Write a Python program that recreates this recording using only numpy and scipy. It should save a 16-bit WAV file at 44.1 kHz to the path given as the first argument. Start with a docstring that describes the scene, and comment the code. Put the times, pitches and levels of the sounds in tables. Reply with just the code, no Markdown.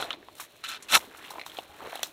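"""In a garden, a steel spade is set on gravelly soil and pushed in as sandalled feet shift on the gravel.
Random grit clicks ring the blade's modes under a treble hiss and a low push of soil; the gravel
crunches as many small ringing contacts; stones knock as a ring, a snap and a scatter of grit.
Sprays are coloured clicks that die away. Soft low thuds, a sandal's creak and a bright clack of blade
on stone are added, over shaped noise for the faint air."""
import sys
import numpy as np
from scipy import signal
from scipy.fft import rfft, irfft, next_fast_len
from scipy.io import wavfile
from scipy.ndimage import uniform_filter1d

SR = 44100
rng = np.random.default_rng(int(sys.argv[2]) if len(sys.argv) > 2 else 0)


def makeup_ratio(level_db):
    """Linear amplitude ratio for a level in decibels (20 dB per factor of ten)."""
    decades = np.asarray(level_db, float) / 20
    return 10 ** decades


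def file_out(sig):
    """Save sig as 16-bit WAV at sys.argv[1]."""
    # one column per channel
    cols = np.atleast_2d(sig).T
    # limit, then scale
    lim = np.clip(cols, -1, 1)
    pcm = np.round(lim * 32767).astype(np.int16)
    wavfile.write(sys.argv[1], SR, pcm)


N = 93492  # length in samples


def colour(x, points):
    """Causal (minimum-phase) filter with the given dB, interpolated over log frequency."""
    size = next_fast_len(N + 8192)
    hz = np.maximum(np.arange(size // 2 + 1) * SR / size, 1)
    p = np.array(points, float)
    log_gain = np.interp(np.log(hz), np.log(p[:, 0]), p[:, 1]) * np.log(10) / 20
    # folding the cepstrum onto positive time gives minimum phase
    cepstrum = irfft(log_gain, size)
    cepstrum[1:size // 2] *= 2
    cepstrum[size // 2 + 1:] = 0
    return irfft(rfft(x, size) * np.exp(rfft(cepstrum)), size)[:N]


def rms_one(x):
    """Scale to unit rms."""
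    return x / np.sqrt(np.mean(x ** 2) + 1e-20)


def in_time(rows):
    """Table columns as signals, in straight lines between the rows."""
    s, *columns = np.transpose(rows)
    return [np.interp(np.arange(N) / SR, s, c) for c in columns]


def grains(per_s, spread_db):
    """Random clicks of uneven size and sign."""
    sizes = makeup_ratio(spread_db * np.minimum(rng.exponential(1, N), 5))
    signs = rng.choice([-1, 1], N)
    return sizes * signs * (rng.random(N) < per_s / SR) + 1e-18


def ring(clicks, hz, t60):
    """Two-pole resonance: a unit click starts a sine of height 1 that falls 60 dB in t60 seconds."""
    r, w = makeup_ratio(-60 / (t60 * SR)), 2 * np.pi * hz / SR
    return signal.lfilter([0, np.sin(w)], [1, -2 * r * np.cos(w), r * r], clicks)


def band(x, low_hz, high_hz):
    """Butterworth band-pass, rms 1."""
    sos = signal.butter(2, [low_hz, high_hz], "band", fs=SR, output="sos")
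    return rms_one(signal.sosfilt(sos, x))


def wander(span_s):
    """Smooth chance of spread 1 that changes over span_s."""
    size = int(span_s * SR)
    return rms_one(uniform_filter1d(uniform_filter1d(rng.standard_normal(N), size), size))


def clumps(span_s=.003):
    """Gain that wanders with a spread of 2.5 dB, so that grit comes in clumps."""
    return makeup_ratio(2.5 * wander(span_s))


# Spectrum of the garden air. Each row: frequency in Hz, relative level in dB.
AIR_SPECTRUM = [(25, -8), (60, 15), (150, 11), (320, -5.5), (600, 12), (1200, -10), (4000, -2.5),
                (15000, -48)]


def garden_air():
    """Steady noise, shaped to the faint air of the garden."""
    return makeup_ratio(-56) * rms_one(colour(rng.standard_normal(N), AIR_SPECTRUM))


# Strokes of the blade, one list each.
# Each row: time in seconds, rasp level in dB, treble level in dB, soil level in dB.
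BLADE_STROKES = [
    [(0, -33.5, -46, -64), (.012, -36.5, -39, -53), (.05, -42.5, -52, -40), (.08, -63, -60, -53)],
    [(.634, -53, -70, -73), (.6405, -32, -41.5, -64), (.657, -35.5, -51, -68), (.68, -44.5, -51, -53),
     (.684, -36, -38.5, -73), (.725, -35.5, -47.5, -47.5), (.768, -41.5, -59, -54), (.779, -46, -76, -58)],
    [(.885, -40.5, -52, -62), (.9, -35.5, -41.5, -47), (.925, -24.5, -26, -34.5), (.933, -19, -24.5, -25),
     (.942, -17.5, -21.5, -30), (.95, -12, -16.5, -19), (.958, -12.5, -21.5, -24), (.968, -28, -22, -22),
     (.974, -19, -27, -32), (.98, -51, -33, -37), (.995, -73, -48, -58)],
]
# Modes of the steel, low to high. Each row: frequency in Hz, width in Hz, relative level in dB.
BLADE_MODES = [(1330, 35, 2), (1520, 80, -1), (1770, 85, -8), (2380, 50, -6), (2640, 50, -3),
               (3010, 100, -6), (3500, 90, -4), (3760, 50, -5), (4060, 70, -3), (5700, 80, -5),
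               (7070, 45, -5), (7820, 80, -6)]
# The mode region driven hardest, moving as the blade tilts. Each row: time in seconds, centre in Hz.
TILT_FOCUS = [(.02, 4060), (.645, 2600), (.69, 3760), (.72, 2560), (.765, 2380), (.9, 2460), (.93, 4100),
              (.95, 1410)]
# Spectrum of the soil being pushed. Each row: frequency in Hz, relative level in dB.
SOIL_SPECTRUM = [(60, -30), (150, -13), (230, -3.5), (400, -15), (700, -2), (1000, -8.5), (1300, -21.5)]


def blade():
    """Dense grit drags over the steel: modes ring, the treble hisses, the soil gives below."""
    focus_db, focus_octaves = 7, 0.16
    shift_s = .02  # the contact shifts between modes
    levelling = .4  # 0 leaves the rasp as it is, 0.5 would level its short-term power fully
    t, gains = np.arange(N) / SR, np.zeros((3, N))
    for rows in BLADE_STROKES:
        inside = (t >= rows[0][0]) & (t < rows[-1][0])
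        gains += inside * makeup_ratio(np.array(in_time(rows)))
    rasp_gain, treble_gain, soil_gain = gains

    grit = grains(3000, spread_db=2.8) * clumps()
    focus, = in_time(TILT_FOCUS)
    modes = []
    for hz, width, db in BLADE_MODES:
        drive = grit * rng.standard_normal(N) * clumps(shift_s)
        t60 = np.log(1000) / (np.pi * width)
        boost_db = focus_db * np.exp(-(np.log2(hz / focus) / focus_octaves) ** 2)
        modes.append(makeup_ratio(db + boost_db) * rms_one(ring(drive, hz, t60)))

    rasp = rms_one(sum(modes[:9])) + makeup_ratio(-4) * band(grit, 1100, 4600)
    # partly level the rasp by its short-term power, so that it follows the stroke levels
    short_term_power = uniform_filter1d(rasp ** 2, int(shift_s * SR / 2))
    rasp = rasp / short_term_power ** levelling
    hiss = band(grains(9000, spread_db=2.5) * clumps(), 4500, 13000)
    treble = makeup_ratio(-8) * rms_one(sum(modes[9:])) + hiss
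    soil = rms_one(colour(grains(1500, spread_db=2.1), SOIL_SPECTRUM + [(4000, -53)]))
    return rasp_gain * rms_one(rasp) + treble_gain * rms_one(treble) + soil_gain * soil


def stones(per_s, low_hz, high_hz, cycles, spread_db):
    """Random contacts dealt to 14 sizes of stone, each ringing down 60 dB in a number of cycles."""
    clicks, dealt = grains(per_s, spread_db), rng.integers(0, 14, N)
    total = np.zeros(N)
    for k, hz in enumerate(np.geomspace(low_hz, high_hz, 14)):
        total += ring(clicks * (dealt == k) + 1e-18, hz, cycles / hz)
    return rms_one(total)


# Gravel under the feet.
# Each row: time in seconds, coarse stones in dB, small stones in dB, treble in dB.
GRAVEL_LEVELS = [(0, -34, -50.5, -53), (.14, -46, -43.5, -60), (.17, -58, -59, -67),
                 (.34, -61.5, -65.5, -61.5), (.412, -56, -45, -43), (.48, -79, -61, -60),
                 (.86, -60, -54.5, -59.5), (1.0, -45, -47.5, -44.5), (1.1, -55, -54.5, -58.5),
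                 (1.26, -54.5, -45, -53), (1.38, -44.5, -51.5, -54), (1.44, -54.5, -54, -60.5),
                 (1.58, -49, -49, -48), (1.67, -55.5, -57, -61), (1.77, -59, -52.5, -56.5),
                 (1.83, -37.5, -48.5, -55), (1.95, -48.5, -42, -48.5), (2.06, -47.5, -51.5, -51.5),
                 (2.12, -61, -58.5, -57)]
# Low rumble of shifting soil. Each row: time in seconds, level in dB.
RUMBLE_LEVELS = [(0, -59), (.14, -47.5), (.5, -62.5), (1.02, -47.5), (1.6, -56), (1.86, -52.5)]


def crunch():
    """The gravel bed shifts under weight: stones of three ranges ring, with fine grit on top."""
    coarse_db, small_db, treble_db = in_time(GRAVEL_LEVELS)
    rumble_db, = in_time(RUMBLE_LEVELS)
    rumble = stones(300, 281, 438, cycles=13.0, spread_db=1.5)
    coarse = stones(870, 502, 1013, cycles=8.4, spread_db=3.0)
    small = stones(1400, 1000, 4010, cycles=14.0, spread_db=2.0)
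    treble = band(grains(6100, spread_db=3.07) * clumps(), 2000, 19000)
    low = makeup_ratio(rumble_db) * rumble + makeup_ratio(coarse_db) * coarse
    return low + makeup_ratio(small_db) * small + makeup_ratio(treble_db) * treble


# Stones knocking; two stones that meet share a moment.
# Each row: start in seconds, level in dB before the low cut, pitch in Hz.
STONE_KNOCKS = [(.0248, -17.5, 1370), (0.0253, -20, 3380), (0.0242, -17.5, 464), (.049, -23.5, 735),
                (0.1056, -24, 1360), (.1063, -17.5, 2990), (.1104, -22.5, 1190), (.1298, -23.5, 3490),
                (0.2281, -39, 1760), (0.2855, -26.5, 930), (.3988, -21.5, 1130), (0.4043, -31, 2180),
                (0.9329, -13.5, 900), (.9645, -11, 1110), (0.971, -14, 847), (1.007, -41, 2040),
                (1.1136, -38, 1600), (1.148, -30.5, 1330), (1.243, -30, 1690), (1.2494, -32.5, 2700),
                (1.285, -43, 4000), (1.3063, -26.5, 860), (1.3076, -33.5, 4140), (1.317, -31, 1190),
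                (1.339, -35.5, 1050), (1.3574, -22, 850), (1.382, -26, 940), (1.3845, -20.5, 796),
                (1.3958, -27, 2230), (1.397, -34, 4000), (1.414, -24.5, 2090), (1.414, -31.5, 4150),
                (1.436, -39, 2190), (1.464, -22.5, 990), (1.464, -33, 3750), (1.498, -34.5, 3180),
                (1.518, -35.5, 3370), (1.57, -28, 3320), (1.5865, -16.5, 710), (1.587, -21, 396),
                (1.588, -25, 2920), (1.805, -25.5, 1040), (1.8733, -17, 480), (1.93, -18, 710),
                (1.9555, -19, 640), (1.9554, -29, 3870), (1.974, -35, 3200), (1.9927, -23.5, 710),
                (1.994, -32.5, 2920), (2.0309, -17, 680), (2.034, -18.5, 3360)]


def knocks():
    """Each stone gives a broad snap, a short ring, and a scatter of grit after it."""
    ring_t60_s, snap_t60_s, scatter_t60_s = 0.0097, .003, 0.05
    snap_db, scatter_db = -9, -14.5
    contact_cycles = 0.086  # softens the onset of the ring
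    out, t = np.zeros(N + SR), np.arange(2400) / SR

    def fade(t60):
        return makeup_ratio(-60 * t / t60)

    for s, db, hz in STONE_KNOCKS:
        onset = 1 - np.exp(-t * hz / contact_cycles)
        sound = onset * fade(ring_t60_s) * np.sin(2 * np.pi * hz * t)
        snap, scatter = rng.standard_normal((2, len(t)))
        sound += makeup_ratio(snap_db) * fade(snap_t60_s) * band(snap, hz / 2, hz * 2.3)
        sound += makeup_ratio(scatter_db) * fade(scatter_t60_s) * band(scatter, hz * 0.91, hz * 1.28)
        i = int(s * SR)
        out[i:i + len(t)] += makeup_ratio(db) * sound * rng.choice([-1, 1])
    low_cut = signal.butter(2, 300, "high", fs=SR, output="sos")
    return signal.sosfilt(low_cut, out[:N])


# Sprays of fine grit. Each row: start in seconds, level at the start in dB,
# time to fall 60 dB in seconds, share of the finest sand from 0 to 1.
GRIT_SPRAYS = [(0.352, -39, 0.022, 0), (0.4, -32.5, 0.12, 1), (0.824, -34.5, 0.089, 0.03),
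               (1.17, -46, 0.14, 1), (1.304, -38, 0.1, 1), (1.461, -36.5, 0.14, 0.7),
               (1.955, -32, 0.029, 0.97), (2.036, -27.5, 0.13, 0.49), (2.069, -40, 0.028, 1)]
# Spectrum of the sprayed grit. Each row: frequency in Hz, relative level in dB.
SPRAY_SPECTRUM = [(800, 3), (2500, 2.5), (4000, 7), (6000, 10.5), (12000, 11.5), (15500, 8)]


def sprays():
    """Fine grit is thrown up and patters out; only the finest sand reaches the top octave."""
    rise_s = .0006
    t, out = np.arange(N) / SR, np.zeros(N)
    grit = rms_one(colour(grains(12000, spread_db=2.5), SPRAY_SPECTRUM))
    dull = signal.sosfilt(signal.butter(4, 10000, fs=SR, output="sos"), grit)
    for s, db, t60, fine in GRIT_SPRAYS:
        rise = np.clip((t - s) / rise_s, 0, 1)
        fall = makeup_ratio(db - 60 * np.maximum(t - s, 0) / t60)
        out += rise * fall * (dull + fine * (grit - dull))
    return out


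# Weight landing. Each row: start in seconds, level at the start in dB,
# pitch in Hz, time to fall 60 dB in seconds.
SOIL_THUDS = [(0.955, -36, 74, 0.2), (1.695, -41, 76, 0.15)]


def thuds():
    """Weight lands on the soil: low sines that die away."""
    out = np.zeros(N)
    for s, db, hz, t60 in SOIL_THUDS:
        since = np.maximum(np.arange(N) / SR - s, 0)
        out += makeup_ratio(db - 60 * since / t60) * np.sin(2 * np.pi * hz * since)
    return out


def creak():
    """A sandal creaks: uneven slips ring one hollow resonance."""
    start_s, length_s = 1.688, .08
    t = np.arange(N) / SR
    slips = grains(600, spread_db=1) * (t > start_s) * (t < start_s + length_s)
    return makeup_ratio(-52) * ring(slips + 1e-18, hz=835, t60=.035)


def clack():
    """The blade meets a stone: a hard, bright crack with a short high ring."""
    start_s, t60_s, start_db, ring_hz = 2.031, .014, -17.5, 5920
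    t = np.maximum(np.arange(N) / SR - start_s, 0)
    crack = band(rng.standard_normal(N), 1100, 16000)
    high_ring = np.sin(2 * np.pi * ring_hz * t)
    return makeup_ratio(start_db - 60 * t / t60_s) * (t > 0) * (crack + high_ring)


def scene():
    """All sources, dry in the open air, as one channel."""
    spade = blade() + clack()
    gravel = crunch() + knocks() + sprays()
    feet = thuds() + creak()
    return (garden_air() + spade + gravel + feet)[None]


def roll_off(x):
    """The treble ends steeply here."""
    return signal.sosfilt(signal.butter(12, 16510, fs=SR, output="sos"), x)


# Response of the microphone. Each row: frequency in Hz, gain in dB.
MIC_RESPONSE = [(20, -16), (2500, -1), (3700, 0.5), (4200, 1.5), (4650, -7.5), (5500, -2.5), (15300, -4.5),
                (16000, -16), (16800, -94)]


def record(dry):
    """A small microphone with a presence peak colours the sound."""
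    mix = colour(dry[0], MIC_RESPONSE)[None]
    return roll_off(mix)


dry = scene()
out = record(dry)
file_out(out)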